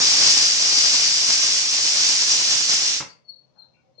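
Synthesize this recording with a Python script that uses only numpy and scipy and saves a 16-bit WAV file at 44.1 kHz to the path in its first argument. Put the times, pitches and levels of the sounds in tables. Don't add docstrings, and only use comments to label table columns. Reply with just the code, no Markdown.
import sys
import numpy as np
from scipy import signal
from scipy.fft import rfft, irfft
from scipy.io import wavfile
from scipy.ndimage import uniform_filter1d

SR = 44100
rng = np.random.default_rng(int(sys.argv[2]) if len(sys.argv) > 2 else 0)


def generate_wav(sig):
    pcm = np.round(np.clip(np.atleast_2d(sig).T, -1, 1) * 32767).astype(np.int16)
    wavfile.write(sys.argv[1], SR, pcm)


def voltage_ratio(decibels):
    exponent = np.asarray(decibels, float) / 20
    return 10 ** exponent


N = 176400
T = np.arange(N) / SR
HZ = np.fft.rfftfreq(N, 1 / SR)
ROOM_T60_S, ROOM_WET_DB, ROOM_GAP_S = 0.24, -2, 0.0029


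def unit(x):
    return x / np.sqrt(np.mean(x ** 2))


def white(*channels):
    parts = rng.standard_normal((*channels, len(HZ), 2))
    return np.sqrt(N / 2) * parts.view(complex)[..., 0]


def shape(points, hz):
    p = np.array(points, float)
    return np.interp(np.log(hz + 1), np.log(p[:, 0]), p[:, 1])


def colour(x, points):
    return irfft(rfft(x) * voltage_ratio(shape(points, HZ)), N)


def bell(hz, width):
    return np.exp(-2 * ((HZ - hz) / width) ** 2)


def band(spectrum, hz, width):
    return irfft(spectrum * bell(hz, width), N)


def walk(rate):
    held = np.repeat(rng.standard_normal(int(rate * 4) + 2), 4)
    knots = uniform_filter1d(held, size=4)
    return unit(np.interp(T, np.arange(len(knots)) / rate / 4, knots))


def swell(start, rise, hold, fall):
    t = T - start
    return np.clip(t / rise, 0, 1) ** 2 * np.exp(-np.clip(t - rise - hold, 0, None) / fall)


def space(x, t60, wet_db, gap):
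    t = T[:SR]
    tail = rng.standard_normal((2, SR)) * np.exp(-np.log(1000) * t / t60)
    tail *= np.clip(t / gap - 1, 0, 1)
    tail *= voltage_ratio(wet_db) / np.sqrt(np.sum(tail ** 2, axis=1, keepdims=True))
    return x + signal.fftconvolve(tail, x[None], axes=1)[:, :N]


def house():
    # pitch_hz, level_db
    floor_colour = [(40, -14), (150, -2), (400, -10.5), (520, -9), (900, -13), (1600, -25.5), (6000, -26),
                    (9000, -49)]
    # pitch_hz, width_hz, level_db
    hum_tones = [(130, 14, -73.5), (162, 14, -75.5), (526, 19, -76), (603, 30, -80)]
    # start_s, pitch_hz, width_hz, level_db,
    # length_s
    far_sounds = [(3.08, 4590, 450, -48, .03), (3.397, 700, 500, -82, 0.051),
                  (3.548, 820, 280, -64.5, 0.11), (3.553, 1430, 450, -69.5, 0.092),
                  (3.733, 2350, 220, -68.5, .06), (3.738, 2710, 52, -67.5, .04),
                  (3.762, 1460, 100, -70, 0.022), (3.83, 759, 21, -64, 0.066), (3.8, 2210, 21, -84, 0.19),
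                  (3.864, 530, 51, -66, .05), (3.975, 504, 170, -56, .05)]
    floor_db, floor_right_db, knock_right_db = -66.5, -3, -11.5
    rise_s, fall_s = 0.0075, 0.036

    hum = np.array([colour(rng.standard_normal(N), floor_colour) * voltage_ratio(walk(10)) for _ in range(2)])
    out = unit(hum) * voltage_ratio([[floor_db], [floor_db + floor_right_db]])
    air = white(2)
    for hz, width, db in hum_tones:
        out = out + voltage_ratio(db) * unit(band(air, hz, width))
    for start, hz, width, db, length in far_sounds:
        knock = unit(band(air, hz, width)) * swell(start, rise_s, length, fall_s)
        out = out + knock * voltage_ratio([[db], [db + knock_right_db]])
    return out


def bird():
    # start_s, top_pitch_hz, level_db
    calls = [
        (3.273, 4420, -33),
        (3.576, 4235, -39),
        (3.972, 4246, -39.5),
    ]
    rise_s, hold_s, fall_s = .016, 0.011, .011
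    drop_hz, scoop_hz, scoop_s = 600, 150, .004
    lead_db, lead_s = -24, .038
    rough_db, right_db = 1.5, -14
    yard_t60_s, yard_wet_db, yard_gap_s = 0.36, -1.5, .004

    out = np.zeros(N)
    wobble_hz = 25 * walk(160)
    for start, hz, db in calls:
        sag = np.clip((T - start - rise_s - hold_s / 2) / .045, 0, 1) ** 1.5
        scoop = (T > start) * np.exp(-np.abs(T - start) / scoop_s)
        pitch_hz = hz + wobble_hz - drop_hz * sag - scoop_hz * scoop
        tone = np.sin(2 * np.pi * np.cumsum(pitch_hz) / SR)
        lead_in = voltage_ratio(lead_db) * swell(start - lead_s, 0.02, 0.016, 0.012)
        out += voltage_ratio(db) * tone * (swell(start, rise_s, hold_s, fall_s) + lead_in)
    rough = out * voltage_ratio(rough_db * walk(110))
    return space(rough, yard_t60_s, yard_wet_db, yard_gap_s) * voltage_ratio([[0], [right_db]])


def weight():
    # start_s, level_db
    clacks = [
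        (3.004, -22.5),
        (3.023, -29),
    ]
    # pitch_hz, level_db, t60_s
    lid_modes = [(175, -2.5, 0.043), (567, -10, 0.087), (822, -7, 0.058), (987, -4, 0.072),
                 (1237, 0, 0.041), (1530, -13.5, 0.036), (2130, -1, 0.034), (2760, -4.5, 0.036),
                 (2690, -7, 0.069), (3540, -9.5, .03)]
    # pitch_hz, level_db
    knock_colour = [(90, -23.5), (200, 3), (450, -1), (1100, 0), (2600, -3), (4000, -27.5)]
    knock_db, knock_fall_s, ring_db, right_db = -29.5, .006, -6.5, -1.5

    out, knock_level, t = np.zeros(N), 0, T[:SR // 4]
    for start, db in clacks:
        knock_level = knock_level + voltage_ratio(db - clacks[0][1]) * swell(start, 0.0027, 0.00033, knock_fall_s)
        for (hz, mode_db, t60), odd in zip(lid_modes, rng.standard_normal((len(lid_modes), 2))):
            phase = 2 * np.pi * hz * (1 + 0.034 * odd[1]) * t + 2.6 * odd[0]
            ring = np.cos(phase) * np.exp(-np.log(1000) * t / t60)
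            first = int(start * SR)
            out[first:first + len(t)] += voltage_ratio(db + mode_db + ring_db + 2.0 * odd[0]) * ring
    out += voltage_ratio(knock_db) * knock_level * unit(colour(rng.standard_normal(N), knock_colour))
    return space(out, ROOM_T60_S * 1.4, -1.5, ROOM_GAP_S) * voltage_ratio([[0], [right_db]])


def valve(x, side):
    # pitch_hz, width_hz, left_lift_db, right_lift_db
    cavities = [(4420, 42, 2, -2), (5010, 60, 4, 3), (5340, 50, 2.5, 1), (5530, 34, 0, 0.5),
                (5720, 61, 5.5, 5.5), (7360, 60, 0.5, 5)]
    lift_db = sum(row[2 + side] * bell(row[0], row[1]) for row in cavities)
    return irfft(rfft(x) * voltage_ratio(lift_db), N)


def turbulence(flow_db):
    jet_db, flicker_db, sputter_db, shifting_db = 8, 0.96, 1.5, 2.5
    jet = 0
    for hz in 140 * 2 ** np.arange(0, 6.6, .6):
        jet = jet + voltage_ratio(flicker_db * walk(30)) * band(white(), hz, hz * .5)
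    jet = jet * voltage_ratio(jet_db + flow_db + sputter_db * walk(500))
    hold = np.exp(-2 * np.log(1000) / ROOM_T60_S / SR)
    room_power = signal.lfilter([1 - hold], [1, -hold], voltage_ratio(2 * flow_db))
    shifting = rng.standard_normal((2, N)) * np.sqrt(room_power)
    return space(jet, ROOM_T60_S, ROOM_WET_DB, ROOM_GAP_S) + voltage_ratio(jet_db + shifting_db - 1) * shifting


def port_crackle(flow_db, start_db):
    # pitch_hz, level_db
    crackle_colour = [(30, -28), (60, -6.5), (130, -0.5), (300, -2), (1000, 0), (2200, -4.5), (4000, -21.5),
                      (9000, -59.5)]
    level_db, growth, pops_per_s, spread_db, left_db = -14, 1.62, 7000, 4, -19.5
    happens, sign, size = rng.random((3, 2, N))
    pops = (happens < pops_per_s / SR) * np.sign(sign - .5) * voltage_ratio(-spread_db * np.log(size + 2e-3))
    pressure_db = level_db + start_db + growth * (flow_db - start_db) + 1.1 * walk(40)
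    return unit(colour(pops, crackle_colour)) * voltage_ratio(pressure_db) * voltage_ratio([[left_db], [0]])


def steam():
    # start_s, flow_db, left_port_lift_db (as the hand turns)
    venting = [(0, -17, 3), (.25, -16.5, 3), (.45, -18, 4), (0.671, -19, 2.5), (0.779, -18, 5.5),
               (1.0, -17.5, 3), (1.151, -18.5, 4), (1.27, -19, 2), (1.581, -21.5, 0.5), (1.801, -20, 1.5),
               (2.049, -19, 1), (2.55, -19.5, -0.5), (2.882, -20, 0.5), (2.951, -23.5, -7),
               (2.991, -26.5, -4)]
    # pitch_hz, level_db
    left_colour = [(100, -43), (1300, -26), (2300, -13.5), (4000, -9), (4500, -3), (5600, 0), (6800, -12.5),
                   (7400, -35)]
    right_colour = [(900, -27.5), (2300, -11), (4000, -8), (5700, -2), (7200, -7), (8000, -15), (9250, -19),
                    (9650, -71.5)]
    shut_s, shut_db_per_s, swell_db = 2.983, 901, 0.81
    port_hz, port_width_hz, port_lag_s = 4850, 550, .00018

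    start_s, level_db, port_lift_db = np.array(venting, float).T
    flow_db = np.interp(T, start_s, level_db) - shut_db_per_s * np.clip(T - shut_s, 0, None)
    flow_db = flow_db + swell_db * (walk(9) + walk(25))
    left, right = turbulence(flow_db)
    left = np.roll(colour(valve(left, side=0), left_colour), int(port_lag_s * SR))
    port_gain = voltage_ratio(np.interp(T, start_s, port_lift_db))
    left = left + (port_gain - 1) * band(rfft(left), port_hz, port_width_hz)
    right = colour(valve(right, side=1), right_colour)
    fade = np.clip(10 * (shut_s + .8 - T), 0, 1)
    return fade * np.array([left, right]) + port_crackle(flow_db, level_db[0])


def scene():
    return house() + bird() + weight() + steam()


def band_limit(x):
    return signal.sosfilt(signal.butter(12, 9970, fs=SR, output="sos"), x)


def record(dry):
    low_cut_hz, top_hz = 59.6, 10000
    rounded = dry / (1 + dry ** 4) ** .25
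    low_cut = signal.butter(2, low_cut_hz, "high", fs=SR, output="sos")
    top_cut = signal.ellip(10, .2, 80, top_hz, fs=SR, output="sos")
    mix = signal.sosfilt(top_cut, signal.sosfilt(low_cut, rounded))
    return band_limit(mix)


dry = scene()
out = record(dry)
generate_wav(out)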